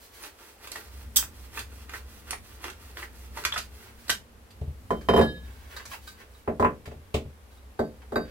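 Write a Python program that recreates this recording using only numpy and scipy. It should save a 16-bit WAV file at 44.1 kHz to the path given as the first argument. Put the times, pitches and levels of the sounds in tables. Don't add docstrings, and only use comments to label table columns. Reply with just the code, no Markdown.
import sys
import numpy as np
from scipy import signal
from scipy.fft import rfft, irfft, next_fast_len
from scipy.io import wavfile
from scipy.ndimage import uniform_filter1d

SR = 44100
rng = np.random.default_rng(int(sys.argv[2]) if len(sys.argv) > 2 else 0)


def transcribe(signal):
    frames = np.atleast_2d(signal).T
    limited = np.clip(frames, -1, 1)
    pcm = np.round(limited * 32767).astype(np.int16)
    wavfile.write(sys.argv[1], SR, pcm)


N = 366426
TIME = np.arange(N) / SR

# t/s, level/dB
DRONE_LEVEL = [(0.0, -70), (0.39, -75), (1.04, -46.5), (2.8, -51), (3.38, -48), (4.3, -53.5), (5.07, -43.5),
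               (6.36, -56), (6.71, -53), (7.82, -54), (7.98, -50.5), (8.31, -49)]
# f/Hz, level/dB
DRONE_COLOUR = [(20, -27), (42, -16.5), (55, -12.5), (65, 1), (76, -8.5), (100, -12), (140, -27.5),
                (230, -19), (400, -32.5), (900, -48)]
# f/Hz, level/dB
AIR_COLOUR = [(15, -36), (25, -7.5), (69, -3.5), (89, -4), (156, -27), (215, -11), (340, -17), (433, -10),
              (684, -16), (848, -15), (1900, -20.5), (6380, -31), (13200, -30.5), (15500, -43.5)]
DRONE_HZ, AIR_DB = 65, -54.5
# t/s, length/s, grinding/dB, sliding hiss/dB
TWISTS = [(0.231, 0.041, -47, -48), (0.637, 0.016, -46, -50), (0.719, 0.084, -45.5, -50.5),
          (1.166, 0.066, -51, -53), (1.558, 0.044, -40, -45), (1.939, 0.032, -40.5, -48.5),
          (2.287, 0.041, -44, -50.5), (2.636, 0.047, -39.5, -49), (2.979, 0.056, -45, -49),
          (3.368, 0.05, -44, -47), (3.514, 0.11, -61, -65), (4.094, .03, -48, -49)]
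# t/s, length/s, rubbing/dB, sliding hiss/dB
SLIDES = [(.01, 0.045, -59, -46), (.14, 0.086, -49, -45), (.42, 0.13, -77, -56), (3.87, 0.019, -47.5, -51),
          (3.99, 0.06, -56.5, -51), (5.45, 0.46, -52, -55), (5.71, 0.07, -42.5, -48),
          (5.915, 0.026, -44, -38), (6.03, 0.083, -55, -48.5), (6.19, 0.025, -44, -52.5),
          (6.31, 0.085, -62, -56), (7.04, 0.062, -61, -69), (7.52, 0.043, -69, -57), (8.27, .03, -46, -69)]
# t/s, f/Hz (centre pitch), level/dB
SQUEAKS = [(.228, 9300, -45), (.756, 1900, -38.5), (1.575, 2620, -36), (1.941, 1860, -35.5),
           (2.307, 9500, -33.5), (2.329, 854, -35), (3.028, 1820, -35.5), (3.372, 874, -36),
           (3.524, 3480, -27), (3.561, 1375, -28), (4.098, 1900, -23)]
# t/s, grind/dB, tick/dB, length/s
SLIPS = [(.236, -32.5, -42.5, 0.0037), (.672, -32.5, -41.5, 0.0031), (.717, -45, -34.5, 0.0018),
         (.758, -26.5, -40, 0.0028), (1.186, -27.5, -39, 0.0026), (1.226, -27.5, -57, 0.0016),
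         (1.573, -25.5, -44, 0.0036), (1.592, -39, -34, .0013), (1.894, -31, -46.5, 0.0024),
         (1.937, -30, -46, 0.0024), (1.965, -46, -55, 0.0049), (2.308, -28.5, -29.5, 0.00065),
         (2.332, -23, -46, 0.0012), (2.641, -24.5, -40, 0.0022), (2.699, -36, -41.5, .0033),
         (2.971, -25.5, -50, 0.001), (3.023, -29, -54, 0.0047), (3.372, -26, -43, 0.0037),
         (3.438, -30, -40, .0024), (3.450, -13, -24, 0.0023), (3.52, -26.5, -45, .004),
         (3.537, -26, -37, 0.0049), (3.562, -19, -41, 0.0078), (3.576, -38, -29.5, 0.0059),
         (3.603, -45, -47, 0.002), (4.081, -43, -40, 0.0024), (4.095, -14, -26.5, 0.0025),
         (4.101, -35, -20.5, 0.0011)]
# t/s, level/dB, length/s
CRACKS = [(1.1595, -18, 0.0025), (1.164, -17.5, 0.00093), (1.168, -11.5, 0.0022), (1.18, -51.5, .002)]
# t/s, rub/dB, tick/dB, length/s
TOUCHES = [(4.506, -65, -55, 0.0017), (5.01, -42, -55, 0.0053), (5.764, -38, -42, 0.0025),
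           (5.797, -34, -65, 0.004), (5.854, -44, -41.5, 0.0022), (5.913, -31.5, -49, 0.0038),
           (5.932, -28, -52, 0.0018), (6.069, -48, -44.5, 0.009), (6.203, -46, -62, 0.0016),
           (6.857, -38.5, -50.5, 0.0018), (6.909, -45.5, -75, 0.0035), (8.018, -43.5, -74, 0.003)]
# f/Hz, level/dB
GRIND_COLOUR = [(100, -31.5), (230, -15.5), (400, 3), (620, -10.5), (850, -1), (1100, -3.5), (1400, -0.5),
                (1900, -3), (2700, -5), (3500, -10), (6000, -19), (15000, -53)]
HISS_COLOUR = [(800, -7), (2500, 0), (4500, 3.5), (6500, 1), (9500, 0.5), (13000, 0), (16000, 3)]
GRIT_COLOUR = [(150, -33), (300, -15.5), (500, -13), (700, -5.5), (900, -2), (1250, 0.5), (1650, 1),
               (2100, -3.5), (2700, -5), (3500, -14.5), (6000, -20), (15000, -47)]
TICK_COLOUR = [(1000, -3.5), (2500, 4.5), (3500, 3), (4800, 5.5), (5600, 1), (6700, 1.5), (7400, 0),
               (8200, -1), (9700, -7.5), (11000, -3), (13500, -5.5), (16000, -37)]
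CRACK_COLOUR = [(200, -22), (1000, -22), (2300, -18), (3000, -10), (3700, -2), (4200, -13.5), (5000, -0.5),
                (6200, -5.5), (7500, -4), (8400, 3.5), (9600, -15), (11800, 0), (13200, -9.5),
                (15400, -2.5)]
# t/s, planks/dB, frame thud/dB, clack/dB, click/dB, loose board/dB
BUMPS = [(4.613, -34.5, -29, -67, -64.5, -72), (4.677, -47, -31, -69, -70, -72),
         (6.855, -44, -54, -63, -56.5, -54), (6.872, -34, -37, -58.5, -62, -63),
         (6.914, -34, -55, -57, -64, -49), (6.96, -64, -41.5, -73, -79, -70),
         (7.1415, -16.5, -25.5, -19, -36, -54), (7.255, -48, -36, -66, -75, -65)]
# t/s, planks/dB, frame thud/dB, clack/dB, click/dB,
# loose board/dB, pipe wall ring/dB, pipe bending ring/dB
LONG_BLOWS = [(4.906, -15.5, -41, -31.5, -42.5, -20, -48.5, -64),
              (5.087, -9.5, -31, -23, -46, -18.5, -33.5, -37.5),
              (5.136, -8.5, -44, -53, -52, -25, -42, -56), (5.163, -20.5, -31, -22.5, -37, -25, -32, -57),
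              (5.177, -9, -30.5, -32, -45, -25, -32, -64), (5.19, -9.5, -27.5, -31, -53, -28, -34.5, -46),
              (5.212, -13.5, -24, -30, -37, -24, -48, -26.5)]
SHORT_BLOWS = [(6.476, -18, -39, -37, -71, -35.5, -75, -78),
               (6.597, -15.5, -35, -26.5, -42.5, -26, -73, -79),
               (6.626, -15.5, -41, -26.5, -53, -18.5, -73, -85),
               (6.647, -20.5, -37, -18.5, -48, -17, -72, -81),
               (7.792, -15.5, -42, -38, -50, -41, -50.5, -61), (8.121, -24, -60, -41.5, -54, -52, -69, -70),
               (8.158, -16.5, -52, -25.5, -47.5, -44, -42, -48)]
# t/s, wall ring/dB, bending ring/dB
TAPS = [(5.766, -47, -43.5), (5.855, -66, -63), (6.02, -73, -64), (6.076, -47.5, -47), (6.35, -74, -58),
        (7.52, -69, -66), (7.575, -78, -62)]
# f/Hz, level/dB, t60/s (time to fall by 60 dB)
BENCH_MODES = [(75, 0.5, 0.26), (111, -6.5, 0.12), (128.8, -8.5, 0.23), (140.6, -1, 0.11), (227, 0, 0.32),
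               (242.3, 0, 0.21), (298.6, -4.5, 0.31), (388.7, 0.5, 0.27), (439.5, 0.5, 0.26),
               (511.8, -10, 0.39), (581, -5.5, 0.26), (636.5, -1, 0.24), (724, -11.5, 0.23),
               (762, -9, 0.18), (859, -5, 0.19)]
# f/Hz, level/dB, t60/s
BOARD_MODES = [(1014, 1.5, 0.14), (1075, -9, 0.13), (1180, -27.5, 0.091)]
# f/Hz, level/dB
PLANKS_COLOUR = [(60, -21.5), (170, -5.5), (230, -10), (450, -0.5), (700, -1), (1000, -14), (2000, -24.5),
                 (5000, -50)]
CLACK_COLOUR = [(300, -11), (750, -2), (1050, 9), (1300, 1.5), (1550, 0), (1870, -2.5), (2150, -8),
                (2550, -7), (4000, -26), (9000, -69)]
CLICK_COLOUR = [(600, -4.5), (1500, 17), (2600, 23.5), (4000, 14.5), (5500, 6), (8000, 6.5), (10000, -1.5),
                (15500, -4)]
# f/Hz, level/dB, t60/s, share of bending (0-1)
LONG_PIPE = [(1686, -4.5, 0.47, 1), (3103, 2, 0.44, 0.12), (3700, -7.5, 0.61, 0.7),
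             (3935, -17.5, 0.55, 0.3), (4200, -14.5, .45, 0.67), (4840, -11.5, 0.36, .56),
             (5250, -14, 0.49, 0.32), (6120, -22, .27, .3), (6790, -23, .3, 0.3), (8000, -24, .28, 0.4),
             (8900, -25, .3, .5), (10700, -24, 0.34, .02), (11120, -20, .28, 0.16), (11690, -21, 0.29, 0),
             (12900, -23, .2, .1)]
SHORT_PIPE = [(1540, 13.5, 0.23, 0.068), (1233, 8.5, 0.2, 0.9), (3760, 0, 0.38, 0.86), (3850, 9.5, 0.15, 1),
              (4700, 3.5, 0.33, 0.38), (7000, -14, .14, 0.096), (7280, -13, .2, .2), (8960, -13, .2, 0.27),
              (10900, -12, 0.22, 0.074), (11936, -8, .16, 0.072), (13750, -1, .1, 0.17)]
# f/Hz, t60/s
ROOM_T60 = [(100, 0.5), (500, 0.1749), (2000, 0.1713), (6000, 0.18), (15000, 0.18)]
# f/Hz, likeness (0-1)
LIKENESS = [(100, 0.91), (250, 0.79), (500, 0.69), (1000, 0.018), (4000, 0.011)]
# f/Hz, level/dB
BALANCE_DB = [(200, 1.3), (500, -1.5), (1000, -1), (4000, -3), (12000, -2)]

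SWELL_S, FADE_S = 0.024, 0.015
REGRIP_AFTER_S, REGRIP_S, REGRIP_RUB_DB, REGRIP_HISS_DB = 0.12, 0.11, -56.5, -57
PARTED_S, GRIP_RUB_DB, GRIP_HISS_DB = 4.1, -62, -67
SQUEAK_DECAY_S = 0.0042
MIC_LAG_S = 0.00009
BURST_SCALE = np.sqrt(SR / 100)
CUTOFF_HZ = 15900


def from_db(db):
    return 10 ** (np.asarray(db) / 20)


def rms_one(x):
    return x / np.sqrt(np.mean(x ** 2) + 1e-20)


def at_hz(points, hz):
    knots, values = np.transpose(points)
    return np.interp(np.log(hz + 1), np.log(knots), values)


def level(times, db):
    return from_db(np.interp(TIME, times, db, left=-120, right=-120))


def convolve(x, response):
    return signal.fftconvolve(np.atleast_2d(x), np.atleast_2d(response), axes=-1)[:, :N]


def colour(spectrum, size=8192):
    log_gain = np.log(from_db(at_hz(spectrum, np.fft.rfftfreq(size, 1 / SR))))
    cepstrum = irfft(log_gain)
    response = irfft(np.exp(rfft(2 * cepstrum[:size // 2], size)))
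    return response / np.linalg.norm(response)


def diffuse(size):
    alike = np.clip(at_hz(LIKENESS, np.fft.rfftfreq(size, 1 / SR)), 0, 1)
    mid, side = rfft(rng.standard_normal((2, size)))
    both = np.sqrt(1 + alike) * mid
    apart = np.sqrt(1 - alike) * side * [[1], [-1]]
    return irfft((both + apart) / np.sqrt(2), size)


def drift(rate):
    return np.interp(TIME * rate, np.arange(N // 10), rng.standard_normal(N // 10))


def workshop(x, wet_db):
    hz, t, cells = signal.stft(diffuse(SR // 2), SR, nperseg=256)
    decay = from_db(-60 * t / at_hz(ROOM_T60, hz)[:, None])
    tail = signal.istft(cells * decay, SR)[1]
    tail *= np.minimum(TIME[:tail.shape[1]] / 0.0014, 1)
    response = from_db(wet_db) * tail / np.linalg.norm(tail, axis=1, keepdims=True)
    response[:, 0] += 1
    return convolve(x, response / np.sqrt(1 + from_db(2 * wet_db)))


def background(drone_db, hum_db, air_db):
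    noise = diffuse(next_fast_len(N))[:, :N]
    pitch = DRONE_HZ + 1.48 * drift(6.9)
    hum = np.sin(2 * np.pi * np.cumsum(pitch) / SR)
    rumble = convolve(noise, colour(DRONE_COLOUR))
    drone = from_db(drone_db) * rumble + from_db(hum_db) * hum
    drone = level(*np.transpose(DRONE_LEVEL)) * drone
    air = convolve(noise[:, ::-1], colour(AIR_COLOUR))
    return drone + from_db(AIR_DB + air_db) * air


def grains(per_s, spread_db):
    sizes = from_db(spread_db * np.minimum(rng.exponential(1, N), 4))
    signed = sizes * rng.choice([-1, 1], N)
    return rms_one(signed * (rng.random(N) < per_s / SR))


def swells(starts, lengths, db):
    power = np.zeros(N)
    for s, length, level_db in zip(starts, lengths, db):
        near = slice(max(round(s * SR) - SR // 4, 0), round((s + length) * SR) + SR // 4)
        t = TIME[near] - s
        shape = np.exp(np.minimum(t, 0) / SWELL_S - np.maximum(t - length, 0) / FADE_S)
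        power[near] += (from_db(level_db) * shape) ** 2
    return np.sqrt(power)


def rubbing(rows, grind_db, hiss_db, rough_db):
    s, length, grind, hiss = np.transpose(rows)
    coarse = grains(1500, 3.45) * swells(s, length, grind + grind_db)
    coarse = coarse * from_db(rough_db * drift(70))
    fine = grains(14000, 5.1) * swells(s, length, hiss + hiss_db)
    return convolve(coarse, colour(GRIND_COLOUR)) + convolve(fine, colour(HISS_COLOUR))


def hand_moves():
    grip = [(0, PARTED_S, GRIP_RUB_DB, GRIP_HISS_DB)]
    regrips = [(s + length + REGRIP_AFTER_S, REGRIP_S, REGRIP_RUB_DB, REGRIP_HISS_DB)
               for s, length, *_ in TWISTS[:-1]]
    return grip + list(TWISTS) + regrips


def squeaks():
    out = np.zeros(N)
    t = TIME[:SR // 10]
    for s, hz, db in SQUEAKS:
        waver = uniform_filter1d(rng.standard_normal(len(t)), size=40)
        tone = np.sin(2 * np.pi * np.cumsum(hz + 1100 * waver) / SR)
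        tone *= (1 - np.exp(-t / 0.00026)) * np.exp(-t / SQUEAK_DECAY_S)
        start = round(s * SR)
        out[start:start + len(t)] += from_db(db) * tone / np.linalg.norm(tone)
    return out * BURST_SCALE


def bursts(times, db, lengths, spectrum):
    out, volley = np.zeros(N), grains(9000, 3.33)
    for s, level_db, length in zip(times, db, lengths):
        start = round(s * SR)
        age = TIME[:SR // 10] / max(length, 0.0003)
        burst = volley[start:start + len(age)] * np.sqrt(age) * np.exp(-age)
        out[start:start + len(age)] += from_db(level_db) * burst / (np.linalg.norm(burst) + 1e-9)
    return convolve(out, colour(spectrum)) * BURST_SCALE


def ticking(rows, grind_db, tick_db):
    s, grind, tick, length = np.transpose(rows)
    body = bursts(s, grind + grind_db, length, GRIT_COLOUR)
    edge = bursts(s, tick + tick_db, length, TICK_COLOUR)
    return body + edge


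def from_right(x):
    size = next_fast_len(N + SR // 10)
    turn = np.exp(-2j * np.pi * np.fft.rfftfreq(size, 1 / SR) * MIC_LAG_S * [[1], [0]])
    return irfft(rfft(x, size) * turn, size)[:, :N]


def cutter():
    strokes = rubbing(hand_moves(), grind_db=-1.5, hiss_db=3.5, rough_db=2.5)
    slips = ticking(SLIPS, grind_db=-9.0, tick_db=0.5)
    cracks = bursts(*np.transpose(CRACKS), CRACK_COLOUR)
    return from_right(workshop(strokes + slips + cracks + squeaks(), wet_db=0.5))


def hands():
    rubs = rubbing(SLIDES, grind_db=-6, hiss_db=-5, rough_db=0.0)
    touches = ticking(TOUCHES, grind_db=-6.5, tick_db=2.5)
    return workshop(rubs + touches, wet_db=7.5)


def clicks(times, db):
    out = np.zeros(N)
    np.add.at(out, np.round(np.asarray(times) * SR).astype(int), from_db(db))
    return out


def ring(strikes, hz, t60):
    r = from_db(-60 / (t60 * SR))
    w = 2 * np.pi * hz / SR
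    out, first = np.zeros(N), np.argmax(strikes != 0)
    out[first:] = signal.lfilter([0, np.sin(w)], [1, -2 * r * np.cos(w), r * r], strikes[first:] + 1e-18)
    return out


def mode_pair(times, db, hz, t60):
    lag = (1 - np.clip(at_hz(LIKENESS, hz), 0, 1)) / hz / 4
    return np.array([ring(clicks(times + late, db), hz, t60) for late in (lag, 0)])


def bench(rows, thud_db, modes_db, planks_db, board_db, clack_db, click_db):
    s, planks, thud, clack, click, board = np.transpose(rows)[:6]
    out = 0
    for k, (hz, mode_db, t60) in enumerate(BENCH_MODES):
        drive = thud + thud_db if hz < 180 else planks + modes_db
        out = out + (-1) ** k * mode_pair(s, drive + mode_db, hz, t60)
    for hz, mode_db, t60 in BOARD_MODES:
        out = out + mode_pair(s, board + board_db + mode_db, hz, t60)
    contact = (convolve(clicks(s, planks + planks_db), colour(PLANKS_COLOUR))
               + convolve(clicks(s, clack + clack_db), colour(CLACK_COLOUR))
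               + convolve(clicks(s, click + click_db), colour(CLICK_COLOUR)))
    return out + workshop(contact, wet_db=20.0)


def pipe(rows, modes, ring_db, split_hz=13, twin_db=-8):
    s, *_, wall, bending = np.transpose(rows)
    out = 0
    for hz, mode_db, t60, share in modes:
        drive = wall + np.clip(share, 0, 1) * (bending - wall) + mode_db + ring_db
        out = out + mode_pair(s, drive, hz, t60)
        out = out + mode_pair(s, drive + twin_db, hz + split_hz, t60)
    return out


def scene():
    long_piece = bench(LONG_BLOWS, thud_db=3.0, modes_db=-17.5, planks_db=21.5,
                       board_db=-1.5, clack_db=27, click_db=28.5)
    short_piece = bench(SHORT_BLOWS, thud_db=5.5, modes_db=-10.5, planks_db=20.5,
                        board_db=2.5, clack_db=25.5, click_db=32.5)
    bumps = bench(BUMPS, thud_db=3.0, modes_db=-15.0, planks_db=17.0,
                  board_db=-8, clack_db=14, click_db=36.0)
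    long_rings = pipe(LONG_BLOWS, LONG_PIPE, ring_db=3)
    short_rings = pipe(SHORT_BLOWS, SHORT_PIPE, ring_db=0.0)
    taps = pipe(TAPS, SHORT_PIPE, ring_db=-10.5)
    work = cutter() + hands() + bumps + long_piece + long_rings + short_piece + short_rings + taps
    size = next_fast_len(N + SR // 10)
    pan = from_db(at_hz(BALANCE_DB, np.fft.rfftfreq(size, 1 / SR)) * [[0.5], [-0.5]])
    balanced = irfft(rfft(work, size) * pan, size)[:, :N]
    return balanced + background(drone_db=-0.5, hum_db=-0.5, air_db=-2)


def record(dry):
    low_pass = signal.ellip(12, 0.1, 80, CUTOFF_HZ, fs=SR, output="sos")
    return signal.sosfilt(low_pass, dry)


dry = scene()
out = record(dry)
transcribe(out)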